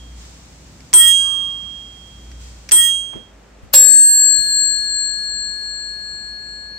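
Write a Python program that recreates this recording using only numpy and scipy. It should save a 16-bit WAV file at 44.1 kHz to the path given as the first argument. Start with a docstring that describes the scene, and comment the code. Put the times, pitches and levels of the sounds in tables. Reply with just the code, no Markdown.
"""Two bicycle bells up close

In a quiet room with a low hum, a small steel bell is flicked twice and fades out; then a larger brass
bell is struck once and rings on, beating. Each dome is a set of decaying twin tones, with noise and
short tones for buzz, clatter and knock. Both overload the microphone's converter, which adds rough
sum and difference tones until the ring has sunk. Lever clicks, soft thuds and steady noise surround them."""
import sys
import numpy as np
from scipy import signal
from scipy.fft import rfft, irfft, next_fast_len
from scipy.io import wavfile

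SR = 44100
rng = np.random.default_rng(int(sys.argv[2]) if len(sys.argv) > 2 else 0)


def to_wav(s):
    """Save 16-bit WAV."""
    ch = np.atleast_2d(s).T  # columns
    pcm = np.round(np.clip(ch, -1, 1) * 32767)  # PCM
    wavfile.write(sys.argv[1], SR, pcm.astype(np.int16))


N = 298998

# All levels in the tables are set ahead of the fades, port balances and overload applied later.
# Dome modes: close twins that beat; each port hears the nulls at its own moment.
# Columns: pitch_hz, t60_s, beat_hz, left_db, right_db, left_twin_share (0-1), right_twin_share (0-1),
# left_first_null_s, right_first_null_s (both after the blow), left_lead_cycles
STEEL_MODES = [(3242, 1.685, 2.95, -8, 2.5, 0.4, 0.14, 0.39, 0.31, 0.11),
               (8374, 0.63, 8.5, 2.5, 9.5, 0.2, 0.17, 0.09, 0.093, 0.34),
               (15330, 0.18, 8.6, -16, -16, 0.7, 1, 0.061, 0.067, 0.34)]
BRASS_MODES = [(1682.5, 15.1, 8.182, -27.6, -23.5, .27, .135, -.002, .038, .33),
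               (4321, 8.4, 4.6, -8, -18.5, .04, .33, .099, .082, .15),
               (7626, 3.7, 2.617, 0.9, -5.2, .62, .43, .342, .282, .31),
               (11464, 1.4, 2.2, -6, -12, .45, .5, .2, .27, -.03),
               (15809, .25, 6, -14, -14, .3, .3, .09, .1, .25),
               (20648, .3, 5, -10, -18, .2, .2, .1, .1, .2)]
# Blows on each dome. Columns: start_s, ring_db, buzz_db, clatter_db, knock_db
STEEL_STRIKES = [(0.9366, -2, -23, -14, -19.5), (2.7178, -1.5, -25.5, -8.5, -30)]
BRASS_STRIKES = [(3.7368, 0.003, -8.5, -12.5, -24.5)]
# Short tones at each blow, some of the mount, some rough difference tones of the overload.
# Columns: pitch_hz, level_db, t60_s
STEEL_KNOCK_TONES = [(355, -10, 0.1), (991, 5.5, .14), (1356, -3, 0.2), (4220, 4.5, 0.12),
                     (5410, 5.5, 0.099), (6210, 7, 0.22)]
BRASS_KNOCK_TONES = [(62, -6, .2), (557, 3, .38), (945, 0, .1), (2780, 3, .1), (3904, 5, .12),
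                     (5396, 7, .4)]
# Buzz of the striker and its spring. Columns: frequency_hz, density_db (per Hz)
STEEL_BUZZ = [(100, -29), (400, -18), (1800, -5.5), (3000, -14.5), (4100, -24.5), (5500, 2), (7400, 3),
              (8350, 2.5), (9600, -5), (12000, -13), (16000, -25.5)]
BRASS_BUZZ = [(60, -17), (300, -17.5), (800, -8.5), (2200, -11), (4000, -2), (6000, -6), (8000, -2),
              (12000, -12.5), (16000, -0.5)]
# Faint tones of the steel dome as it ticks on every second cycle.
# Columns: multiple (of its lowest mode), level_db, start_s, t60_s
CHATTER_TONES = [(.5, -39.5, 1.17, 0.86), (1.5, -34.5, 1.16, 0.58), (2.5, -42, 1.2, 1),
                 (2, -16.5, 1.052, 0.74), (4, -38, 1.04, 0.664), (2, -17, 2.8, 1)]
# Faint sum tones of the brass dome. Columns: pitch_hz, level_db, t60_s
SUM_TONES = [(3367, -51, 6.7), (6020, -43.5, 6), (9370, -41.5, 1.6), (11800, -48, 1.8)]
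# The blow jolts the bar and remixes the twins of the strongest brass mode; rows are left and right port.
# Columns: twin_gain (factor), beat_shift_cycles, rise_db
BAR_JOLT = [(.1, -.23, 2.5), (2.9, 0.41, 2)]
# Clicks of the thumb levers. Columns: start_s, level_db, t60_s
LEVER_CLICKS = [(0.8053, -38, 0.019), (2.315, -40.5, .04), (2.6041, -68, .02), (2.6899, -22.5, 0.035),
                (0.9307, -12, 0.015), (1.111, -34.5, 0.051), (2.7115, -20.5, 0.082), (3.7289, -31, .04),
                (4.464, -41, 0.037)]
# The hand bumps the grip. Columns: start_s, level_db (before a shared 4 dB lift), t60_s, corner_hz
GRIP_BUMPS = [(3.128, -31.5, 0.082, 900), (3.149, -29, 0.17, 260), (3.622, -36, 0.2, 70),
              (4.079, -32, 0.21, 55), (4.386, -32, .15, 90), (4.455, -33.5, 0.083, 300)]
# The hiss swells as the thumb moves onto the lever. Columns: start_s, level_db, t60_s
THUMB_RUSTLES = [(.16, -43, 0.81), (2.39, -40, 0.46)]
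# Swells of the low hum. Columns: centre_s, rise_db
HUM_SWELLS = [(.12, 11.5), (2.4, 12)]
# Machine lines around the large bell. Columns: pitch_hz, level_db (rms)
DRONE_LINES = [(52.8, -48), (47.7, -57.5), (202, -60), (400, -65)]
# Noise colours: lever click, hollow wash, hiss, rumble, air. Columns: frequency_hz, density_db (per Hz)
CLICK_COLOUR = [(100, -20.5), (800, -17), (2200, 3), (3600, -10), (5300, 1.5), (8000, -10.5), (12000, -25),
                (16000, -21.5)]
WASH_COLOUR = [(500, -37.5), (850, -11), (1100, -6), (1240, 1.5), (1340, -28), (1800, -51)]
HISS_COLOUR = [(1500, -7.5), (3000, -7), (5500, -4.5), (7800, -4), (9500, -18), (13000, -25.5),
               (16000, -21.5)]
RUMBLE_COLOUR = [(20, -19.5), (40, 0), (65, 3.5), (110, 1), (200, -2.5), (320, -8.5), (700, -44)]
AIR_COLOUR = [(100, -16), (280, 0.5), (600, -1), (1200, -6.5), (2500, -11), (5000, -22.5), (12000, -40.5)]
# Squeak of the wire lever, then three slow control wobbles. 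Columns: frequency_hz, density_db (per Hz)
SQUEAK_COLOUR = [(9000, -29.5), (12000, -9.5), (12600, -11.5), (13200, 2.5), (16000, -30.5)]
FLUTTER_COLOUR = [(8, 0), (30, -4), (70, -15), (250, -36), (1000, -110)]
DRIFT_COLOUR = [(1, 0), (3, -6), (10, -100)]
WAVER_COLOUR = [(4, 8.0), (12, -7), (30, -100)]

CONVERTER_HZ, TOP_HZ = 48000, 15750  # overload sample rate; band limit
FADE_START_S, FADE_END_S = 2.486, 3.388  # small bell and its background give way
STEEL_DB = 0.5  # output gain of the small bell
SHADE_LEFT_DB, SHADE_RIGHT_DB, SHADE_S = -11, -3.5, 0.49  # the striking hand shades the brass dome
JOLT_S, STRONGEST_SWELL_S = 0.45, 0.018  # settling of the bar; swell of the strongest brass mode
DIFFERENCE_DB, DIFFERENCE_T60_S, DIFFERENCE_ATTACK_S = -25, 0.5, 0.12
WASH_START_S, WASH_DB, WASH_ATTACK_S, WASH_T60_S = 1.19, -34.5, 0.099, 1.3
HUM_HZ, HUM_DB, HUM_SWELL_S = 59.3, -48, 0.24  # resting level; half width of the swells
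RUMBLE_DRIFT_DB, RUMBLE_FOLLOWS = 1.4, 0.16  # rms of the slow drift; share of the hum's swells it takes
RUSTLE_ATTACK_S = 0.05


def amp(db):
    """Turn decibels into gain."""
    return 10 ** (np.asarray(db) / 20)


def clock():
    """Give the time of each sample in seconds."""
    return np.arange(N) / SR


def spin(cycles):
    """Turn a phase in cycles into a rotating complex unit."""
    return np.exp(2j * np.pi * cycles)


def tone(hz):
    """A steady sine wave."""
    return np.sin(2 * np.pi * hz * clock())


def filtered(x, response):
    """Shape x with a gain that depends on frequency."""
    size = next_fast_len(N + SR // 4)
    frequency_hz = np.fft.rfftfreq(size, 1 / SR)
    return irfft(rfft(x, size) * response(frequency_hz), size)[..., :N]


def noise(colour, side_db):
    """Stereo noise of rms 1 with a given colour; side_db sets its width."""
    hz, db = np.transpose(colour)
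    white = rng.standard_normal((2, N))
    mid, side = filtered(white, lambda f: amp(np.interp(np.log(f + 1), np.log(hz), db)))
    pair = np.array([mid + amp(side_db) * side, mid - amp(side_db) * side])
    return pair / pair.std()


def decay(start, t60, attack):
    """A quick rise and an exponential fall of 60 dB in t60 seconds."""
    age = np.maximum(clock() - start, 0)
    rise = 1 - np.exp(-age / attack)
    return rise * np.exp(-np.log(1000) * np.minimum(age / t60, 20))


def fade():
    """A smooth fall from 1 to 0 between the two bells."""
    progress = np.clip((clock() - FADE_START_S) / (FADE_END_S - FADE_START_S), 0, 1)
    return np.cos(np.pi / 2 * progress) ** 2


def crossfaded_level(early_db, late_db):
    """Glide from the gain around the small bell to the gain around the large one."""
    return fade() * amp(early_db) + (1 - fade()) * amp(late_db)


def room():
    """Steady rumble, air and hiss with soft swells; a wavering hum gives way to a throbbing drone."""
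    t = clock()
    swell_db = sum(db * np.exp(-((t - s) / HUM_SWELL_S) ** 2) for s, db in HUM_SWELLS)

    drift_db = RUMBLE_DRIFT_DB * noise(DRIFT_COLOUR, side_db=-60)
    rumble_motion = amp(drift_db + RUMBLE_FOLLOWS * swell_db)
    out = crossfaded_level(-47, -52.5) * rumble_motion * noise(RUMBLE_COLOUR, side_db=-18)
    out += crossfaded_level(-53, -51) * noise(AIR_COLOUR, side_db=-4.5)

    rustle = sum(amp(db) * decay(s, t60, attack=RUSTLE_ATTACK_S) for s, db, t60 in THUMB_RUSTLES)
    out += (crossfaded_level(-50, -59) + rustle) * noise(HISS_COLOUR, side_db=1.5)

    # A soft hollow rush after the first ding.
    wash_shape = decay(WASH_START_S, WASH_T60_S, attack=WASH_ATTACK_S)
    out += amp(WASH_DB) * wash_shape * noise(WASH_COLOUR, side_db=-0.5)

    waver = 0.5 * noise(WAVER_COLOUR, side_db=-21)  # phase in radians
    hum = np.sqrt(2) * np.sin(2 * np.pi * HUM_HZ * t + waver) * amp(HUM_DB + swell_db)
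    drone = np.zeros(N)
    for hz, db in DRONE_LINES:
        drone += np.sqrt(2) * amp(db) * np.sin(2 * np.pi * (hz * t + rng.random()))
    return out + fade() * hum + (1 - fade()) * drone


def handling():
    """Levers click as sharp noise bursts; the hand bumps the grip with dull, low-passed thuds."""
    click_shape = sum(amp(db) * decay(s, t60, attack=0.0003) for s, db, t60 in LEVER_CLICKS)
    out = noise(CLICK_COLOUR, side_db=-3.5) * click_shape
    for s, db, t60, corner_hz in GRIP_BUMPS:
        colour = [(corner_hz / 4, -6), (corner_hz, 0), (corner_hz * 4, -22), (20000, -55)]
        out += amp(db + 4) * noise(colour, side_db=1.5) * decay(s, t60, attack=0.008)
    return out


def dome(modes, start, twin_gain=(1, 1), shift=(0, 0)):
    """One complex stereo ring per mode: twins a few hertz apart beat, in a mix that each port can alter."""
    age, rings = clock() - start, []
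    for hz, t60, beat, left_db, right_db, left_twin, right_twin, left_null, right_null, lead in modes:
        left_beat = 1 - left_twin * twin_gain[0] * spin(beat * (age - left_null) + shift[0])
        right_beat = 1 - right_twin * twin_gain[1] * spin(beat * (age - right_null) + shift[1])
        ports = np.array([amp(left_db) * left_beat * spin(lead), amp(right_db) * right_beat])
        rings.append(ports * spin(hz * age + rng.random()) * decay(start, t60, attack=0.0013))
    return rings


def knock(tones, start):
    """Plain decaying sine tones that start together at a blow."""
    out = np.zeros(N)
    for hz, db, t60 in tones:
        out += amp(db) * decay(start, t60, attack=0.0011) * np.sin(2 * np.pi * hz * (clock() - start))
    return out


def clatter(colour, start, t60, count):
    """Spring, lever and screw ring briefly in many small modes, unlike at the two ports."""
    hz, db = np.transpose(colour)
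    age = np.arange(SR // 2) / SR
    pitch = np.interp(np.arange(count) + rng.random(count), [0, count], [1100, TOP_HZ])
    level_db = np.interp(pitch, hz, db) + 4 * rng.standard_normal((2, count))
    size = amp(level_db) * rng.choice([-1, 1], (2, count))
    life = t60 * np.exp(0.45 * rng.standard_normal((count, 1)))
    rings = np.sin(2 * np.pi * pitch[:, None] * age) * np.exp(-np.log(1000) * age / life)
    out = np.zeros((2, N))
    first = round(start * SR)
    out[:, first:first + len(age)] = 2 * size @ rings / np.linalg.norm(size)
    return out


def overload(x, top, bias, hardness):
    """The converter flattens peaks, a little lopsidedly; the highest overtones fold back down."""
    def squash(v):
        return v / (1 + np.abs(v / top) ** hardness) ** (1 / hardness)
    fast = signal.resample_poly(x, CONVERTER_HZ, SR, axis=-1, window=('kaiser', 2))
    flattened = squash(fast + bias) - squash(bias)
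    return signal.resample_poly(flattened, SR, CONVERTER_HZ, axis=-1)[:, :N]


def chatter():
    """As the dings sink, multiples and half multiples of the lowest mode swell over a difference tone."""
    low_hz, bright_hz = STEEL_MODES[0][0], STEEL_MODES[1][0]
    tones = np.zeros(N)
    for multiple, db, s, t60 in CHATTER_TONES:
        tones += amp(db) * tone(multiple * low_hz) * decay(s, t60, attack=0.025)
    swells = sum(decay(s, DIFFERENCE_T60_S, attack=DIFFERENCE_ATTACK_S) for s, *_ in STEEL_STRIKES)
    difference = amp(DIFFERENCE_DB) * swells * tone(3 * low_hz - bright_hz)
    return amp([[-7], [0]]) * tones + difference  # left, right


def small_bell():
    """A sprung plastic hammer cracks on the steel dome; the loose dome buzzes, its bright mode flutters."""
    out = np.zeros((2, N))
    buzz = noise(STEEL_BUZZ, side_db=-1.0)
    flutter = 1 + np.array([[0.5], [0.1]]) * noise(FLUTTER_COLOUR, side_db=0)  # deeper on the left
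    for s, db, buzz_db, clatter_db, knock_db in STEEL_STRIKES:
        low, bright, high = dome(STEEL_MODES, s)
        out += amp(db) * (low + bright * flutter + high).real
        buzz_shape = decay(s, 0.92, attack=0.0011) + 4 * decay(s, 0.026, attack=0.0003)
        out += amp(buzz_db) * buzz * buzz_shape
        out += amp(clatter_db) * clatter(STEEL_BUZZ, s, t60=0.18, count=60)
        out += amp(knock_db) * amp([[-9], [2]]) * knock(STEEL_KNOCK_TONES, s)  # left, right
    return overload(out, top=0.65, bias=0.062, hardness=27)


def large_bell():
    """The wire lever squeaks off its catch and strikes the brass dome; hand draws back, bar settles."""
    out = np.zeros((2, N))
    low, middle, strongest, *upper = BRASS_MODES
    twin_gain, shift, jolt_db = np.transpose(BAR_JOLT)[:, :, None]
    for s, db, buzz_db, clatter_db, knock_db in BRASS_STRIKES:
        age = np.maximum(clock() - s, 0)
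        hand = np.exp(-(age / SHADE_S) ** 3)
        jolt = np.exp(-(age / JOLT_S) ** 2)
        shade = amp([SHADE_LEFT_DB * hand, SHADE_RIGHT_DB * hand])
        ring = shade * sum(dome([low, middle, *upper], s))

        # Until the bar settles, the strongest mode's twins reach the ports in another mix.
        swell = amp(jolt_db * jolt ** 2) * (1 - np.exp(-age / STRONGEST_SWELL_S))
        ring += swell * dome([strongest], s, 1 + (twin_gain - 1) * jolt, shift * jolt)[0]
        out += amp(db) * ring.real + knock(SUM_TONES, s)

        out += amp(buzz_db) * noise(BRASS_BUZZ, side_db=-8.5) * decay(s, 0.12, attack=0.00094)
        out += amp(clatter_db) * clatter(BRASS_BUZZ, s, t60=0.3, count=70)
        out += amp(knock_db) * knock(BRASS_KNOCK_TONES, s)
        squeak = noise(SQUEAK_COLOUR, side_db=7.0) * decay(s - 0.005, 0.068, attack=0.0018)
        out += amp([[-4], [-16]]) * squeak  # left, right
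    return overload(out, top=0.77, bias=0.024, hardness=30)


def scene():
    """The small bell, still faintly ringing until the thumb stills it, fades out before the large one."""
    thumb = np.clip(1 - clock() / 0.35, 0, 1)
    earlier_ring = dome(STEEL_MODES, start=-1.25)[0].real * thumb
    small = amp(STEEL_DB) * fade() * (earlier_ring + small_bell() + chatter())
    return room() + handling() + small + large_bell()


def record(dry):
    """The microphone path drops the deepest bass and everything above its band limit."""
    def response(hz):
        bass_cut = hz ** 4 / (hz ** 4 + 32 ** 4)
        return bass_cut / (1 + (hz / TOP_HZ) ** 200)
    return filtered(dry, response)


dry = scene()
out = record(dry)
to_wav(out)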